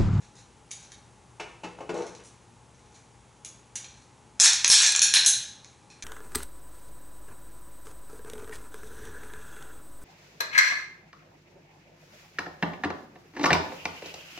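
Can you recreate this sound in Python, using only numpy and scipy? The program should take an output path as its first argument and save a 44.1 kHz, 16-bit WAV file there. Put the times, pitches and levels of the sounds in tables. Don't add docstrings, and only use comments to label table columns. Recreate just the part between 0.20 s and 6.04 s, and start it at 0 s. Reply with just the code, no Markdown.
import sys
import numpy as np
from scipy import signal
from scipy.fft import rfft, irfft
from scipy.io import wavfile
from scipy.ndimage import uniform_filter1d, minimum_filter1d

SR = 44100
rng = np.random.default_rng(int(sys.argv[2]) if len(sys.argv) > 2 else 0)


def dump(signal):
    limited = np.clip(np.atleast_2d(signal).T, -1, 1)
    pcm = np.round(limited * 32767).astype(np.int16)
    wavfile.write(sys.argv[1], SR, pcm)


N = 257544
BLOW_TIME = np.arange(int(.64 * SR)) / SR

# frequency in Hz, relative level in dB.
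AIR_SPECTRUM = [(15, -37), (25, -44), (51, -0.5), (92, -5), (118, -2.5), (241, -7.5), (274, -9), (433, -10),
                (721, -16.5), (840, -10.5), (1710, -21), (2270, -21), (4870, -26.5), (6440, -22.5),
                (11000, -29.5), (14300, -66), (22000, -120)]
# frequency in Hz, level in dB of the side signal against the shared middle.
STEREO_WIDTH = [(60, -19.5), (900, -9), (2000, -14.5), (4500, -59.5), (7000, -29), (10000, -13)]
# frequency in Hz, fade time in seconds (the time to lose 60 dB).
ECHO_FADES = [(150, 0.72), (500, 0.51), (1500, 0.63), (4000, 0.59), (6500, 0.43), (11000, 0.32)]
# start and length in seconds, level and brightness in dB.
SCUFF_RUNS = [(.01, 0.039, -55.5, -7), (.15, 0.05, -52, -5), (.56, 0.1, -49, -2), (1.72, .16, -43, -4.5),
              (2.035, .035, -50, 2), (2.51, 0.23, -59, -8), (2.74, .025, -54, -4), (3.68, 0.16, -55, -5)]
# start in seconds, level in dB, brightness in dB.
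TAP_HITS = [(.5095, -47.5, -3), (.5135, -37, 0.5), (.7189, -47.5, -4), (1.9506, -50.5, -5.5),
            (3.2485, -39, 4), (3.5556, -37, 1.5), (3.5592, -35, 1), (3.644, -45, -15), (5.8241, -38.5, -7)]
# pitch in Hz, level in dB, fade time in seconds.
SMALL_TOY_TONES = [(1674, -14.5, 0.0097), (2294, -10, 0.016), (3620, -9, 0.042), (4180, -12, .04),
                   (4770, -16, 0.018), (5910, 5.5, 0.016), (6750, 4, 0.024), (6680, 6, 0.0026),
                   (8200, -18, 0.014), (9670, -2, 0.019), (10440, -4, 0.019)]
DRAWER_TONES = [(176.3, -10, 0.15), (341, -3, 0.15), (425.5, -2.5, 0.22), (492, -3.5, 0.11),
                (609, -10.5, 0.083), (711, -13, 0.061), (783, -16, 0.13), (835, -14, 0.13),
                (892, 3.5, 0.027), (1100, -11, 0.057), (1470, -14, 0.13), (2155, -9.5, 0.056),
                (2317, -9, 0.027), (2636, 1, 0.021), (2935, -6.5, 0.035), (4100, -11, 0.009)]
DROPPED_TOY_TONES = [(1640, -19.5, .45), (1710, -13, .016), (2450, -10, .016), (3231, -12, .025),
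                     (3375, -13, .08), (3585, -10, .16), (3835, -17, .25), (3928, -11.5, .18),
                     (4060, -14, .22), (4130, -11, .04), (4424, -8, .02), (5373, -7, .025), (5646, -6, .03),
                     (5957, -5, .022), (6296, -6, .022), (6430, -6, .03), (6740, -7, .013),
                     (7620, -8, .009), (8300, -14, .005), (9150, -12, .011), (10500, -13, .004)]
# frequency in Hz, relative level in dB.
PLASTIC_CRACK_SPECTRUM = [(60, -26), (300, -19), (550, -27.5), (900, -14), (1250, -17), (1650, -7.5),
                          (2050, -12.5), (3400, -1.5), (4400, -1), (4950, -3), (6200, 3), (8300, -3),
                          (11000, -8)]
WOOD_CRACK_SPECTRUM = [(50, -28), (130, -18.5), (250, -6), (480, 0), (900, -4), (1700, -11.5), (3000, -16),
                       (4500, -21), (6500, -20.5), (11000, -38.5)]
# gain in dB for an ordinary blow, dB added per dB of brightness.
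SMALL_TOY_BALANCE = [(2.7, -0.5), (-0.76, -0.71), (-1.9, 0.99)]
BOUNCE_BALANCE = [(-2.5, -.9), (-.5, -0.3), (-2.5, 1)]
SKITTER_BALANCE = [(-1, -0.039), (3, -1.8), (-2, -0.056)]
# start in seconds, then level, brightness and boom of the box in dB.
KNOCK_HITS = [(1.1964, -32.5, 5, -3.5), (1.4325, -35.5, 0, -4), (1.441, -36, 7, 10),
              (1.582, -42.5, -12, -17), (1.6030, -36.5, -7.5, -4), (1.6903, -27.5, -2.5, 4.5),
              (1.994, -51, 8, -2)]
# start and length in seconds, level and brightness in dB.
SLIDE_RUNS = [(1.722, .085, -27, -11.5)]
# start in seconds, then level, brightness and echo in dB.
BOUNCE_HITS = [(4.1945, -43, -11, 1), (4.1993, -12, 2, 3.5), (4.259, -17.5, -7, 5.5), (4.333, -22, 0, -0.5),
               (4.4432, -31, 6, -10), (4.4457, -15.5, -4.5, 0.5), (4.4790, -20, 4, 1.5),
               (4.5003, -13, 0.5, 5), (4.620, -22.5, 14, -10), (4.625, -22, 0, 5.5),
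               (4.632, -23.5, -6.5, 8.5), (4.664, -19.5, -1, 6), (4.722, -23.5, 9, -10),
               (4.7500, -24.5, -9, 3.5), (4.7620, -20, 4.5, -2), (4.7934, -19.5, -0.5, -5),
               (4.8184, -15, 0, 5.5), (4.9386, -15.5, 0.5, 5), (4.968, -22.5, -12.5, 0.5),
               (5.0485, -28, -1, 7), (5.0618, -11.5, 2, 2.5), (5.4459, -48.5, -10, 1),
               (5.7019, -55, -10, 8)]
# start and length in seconds, level and brightness in dB.
SKITTER_RUNS = [(4.220, 0.032, -16.5, 3.5), (4.512, .035, -16, 0.5), (4.556, 0.052, -20.5, 0.5),
                (4.953, .012, -22, -7)]
# frequency in Hz, left level minus right level in dB.
LEFT_OVER_RIGHT = [(30, 1.9), (150, 3.2), (350, 3), (900, 1.8), (2000, .1), (10000, -.4)]


def undb(db):
    return 10 ** (np.asarray(db) / 20)


def unit(x):
    return x / np.sqrt(np.sum(x ** 2))


def along(points, hz):
    point_hz, value = np.transpose(points)
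    return np.interp(np.log(np.maximum(hz, 1)), np.log(point_hz), value)


def colour(x, points, size=2048):
    gain = undb(along(points, np.fft.rfftfreq(size, 1 / SR)))
    cepstrum = irfft(np.log(gain))
    cepstrum[1:size // 2] *= 2
    cepstrum[size // 2 + 1:] = 0
    return signal.fftconvolve(x, irfft(np.exp(rfft(cepstrum))))[:len(x)]


def fade(fade_s):
    return np.exp(-np.log(1000) * BLOW_TIME / fade_s)


def add(out, start_s, sound):
    start = int(start_s * SR)
    out[:, start:start + len(BLOW_TIME)] += sound[..., :N - start]


def each(rows, value):
    return [(*row, value) for row in rows]


def diffuse(size):
    mid, side = rng.standard_normal((2, size))
    side = colour(side, STEREO_WIDTH)
    return np.array([mid + side, mid - side])


def room_tone(air_db=-56.92, hum_hz=118.8, hum_db=-64, fan_hz=835, fan_width_hz=55, fan_db=-66.5):
    air = np.array([colour(channel, AIR_SPECTRUM, size=8192) for channel in diffuse(N)])
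    fan = signal.lfilter(*signal.iirpeak(fan_hz, fan_hz / fan_width_hz, fs=SR), diffuse(N))
    hum = np.sqrt(2) * np.sin(2 * np.pi * hum_hz * np.arange(N) / SR)
    return np.sqrt(2 * N) * (undb(air_db) * unit(air) + undb(fan_db) * unit(fan)) + undb(hum_db) * hum


def blow(tones, crack_spectrum, crack_db, crack_fade_s, scatter_db, detune):
    chance = rng.standard_normal((len(tones), 3))
    ring = 0
    for (hz, db, fade_s), (strength, flip, shift) in zip(tones, chance):
        tone = np.cos(2 * np.pi * hz * (1 + detune * shift) * BLOW_TIME) * fade(fade_s)
        ring += undb(db + scatter_db * strength) * np.sign(flip) * unit(tone)
    crack = colour(rng.standard_normal(len(BLOW_TIME)) * fade(crack_fade_s), crack_spectrum)
    return unit(ring) + undb(crack_db) * unit(crack)


def kitchen_echo(early_db, early_fade_s=0.093, build_s=0.0043, bands=9):
    size = len(BLOW_TIME)
    hz = np.fft.rfftfreq(size, 1 / SR)
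    centres_hz = np.geomspace(125, 12000, bands)
    noise, tail = rfft(diffuse(size)), 0
    for centre, share in zip(centres_hz, np.eye(bands)):
        band = irfft(noise * along(np.c_[centres_hz, share], hz), size)
        tail += band * (fade(along(ECHO_FADES, centre)) + undb(early_db) * fade(early_fade_s))
    return np.sqrt(2) * unit(tail * (1 - np.exp(-BLOW_TIME / build_s)))


def in_kitchen(sound, db, echo_db, early_db):
    direct = unit(sound)
    echoes = signal.fftconvolve(direct[None], kitchen_echo(early_db), axes=1)
    echoes = np.sqrt(2) * unit(echoes[:, :len(BLOW_TIME)])
    return undb(db) * np.sqrt(SR / 100) * (direct + undb(echo_db) * echoes)


def chatter(runs, count, jitter=.4):
    hits = []
    for start_s, length_s, db, bright_db in runs:
        places = np.arange(count) + .5 + jitter * rng.uniform(-.5, .5, count)
        hit_db = db - 10 * np.log10(count)
        hits += [(start_s + length_s * place / count, hit_db, bright_db) for place in places]
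    return hits


def plastic(hits, tones, balance, crack_db, crack_fade_s, early_db, detune, gap_db, lowest_hz=300):
    out = np.zeros((2, N))
    bass_cut = signal.butter(2, lowest_hz, "high", fs=SR)
    between_db = gap_db + crack_db / 2
    for start_s, db, bright_db, echo_db in hits:
        sound = blow(tones, PLASTIC_CRACK_SPECTRUM, crack_db, crack_fade_s, scatter_db=2, detune=detune)
        sound = signal.lfilter(*bass_cut, sound)
        low_db, middle_db, top_db = (base_db + slope * bright_db for base_db, slope in balance)
        sound = colour(sound, [(2540, low_db), (2940, between_db), (4220, middle_db),
                               (4700, between_db), (5200, 0), (6380, 0), (9060, top_db)])
        add(out, start_s, in_kitchen(sound, db, echo_db, early_db))
    return out


def scuffs(echo_db=3):
    return plastic(each(chatter(SCUFF_RUNS, count=4), echo_db), SMALL_TOY_TONES, SMALL_TOY_BALANCE,
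                   crack_db=7, crack_fade_s=0.06, early_db=-5, detune=0.01, gap_db=-11)


def taps(echo_db=2):
    return plastic(each(TAP_HITS, echo_db), SMALL_TOY_TONES, SMALL_TOY_BALANCE,
                   crack_db=-3.5, crack_fade_s=0.057, early_db=1.5, detune=0.013, gap_db=3.5)


def drawer_knocks(hits, echo_db=-1, push_s=0.0046):
    out = np.zeros((2, N))
    push = 1 - np.exp(-(BLOW_TIME / push_s) ** 2)
    for start_s, db, bright_db, boom_db in hits:
        sound = push * blow(DRAWER_TONES, WOOD_CRACK_SPECTRUM,
                            crack_db=-3.5, crack_fade_s=0.092, scatter_db=1, detune=0.0056)
        sound = colour(sound, [(330, boom_db), (650, 0), (2200, bright_db), (6000, bright_db)])
        add(out, start_s, in_kitchen(sound, db, echo_db, early_db=-8))
    return out


def drawer_judder(boom_db=-2):
    return drawer_knocks(each(chatter(SLIDE_RUNS, count=5), boom_db), echo_db=1.5, push_s=0.0069)


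def bounces():
    return plastic(BOUNCE_HITS, DROPPED_TOY_TONES, BOUNCE_BALANCE,
                   crack_db=5, crack_fade_s=0.0072, early_db=-10, detune=0.003, gap_db=-9, lowest_hz=420)


def skitters(echo_db=8):
    return plastic(each(chatter(SKITTER_RUNS, count=3), echo_db), DROPPED_TOY_TONES, SKITTER_BALANCE,
                   crack_db=10, crack_fade_s=0.01, early_db=-8, detune=0.0031, gap_db=-6, lowest_hz=480)


def dull_pop(at_s=4.5003, db=-21, width_s=0.0003):
    return -undb(db) * np.exp(-((np.arange(N) / SR - at_s) / width_s) ** 2)


def limiter(pair, ceiling=.72, release_s=.0015, window=13):
    recovery = np.arange(N) / SR / release_s
    over = np.log(np.maximum(np.abs(pair).max(axis=0) / ceiling, 1))
    gain = np.exp(recovery - np.maximum.accumulate(over + recovery))
    return pair * uniform_filter1d(minimum_filter1d(gain, window), window)


def scene():
    room = room_tone()
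    parrot = scuffs() + taps() + drawer_knocks(KNOCK_HITS) + drawer_judder()
    dropped_toy = bounces() + skitters()
    return room + parrot + dropped_toy + dull_pop()


def record(dry):
    pair = np.array([colour(channel, np.array(LEFT_OVER_RIGHT) * (1, share))
                     for channel, share in zip(dry, (.5, -.5))])
    treble_cut = signal.ellip(10, .2, 70, 11050, fs=SR, output="sos")
    return signal.sosfilt(treble_cut, limiter(pair))


dry = scene()
out = record(dry)
dump(out)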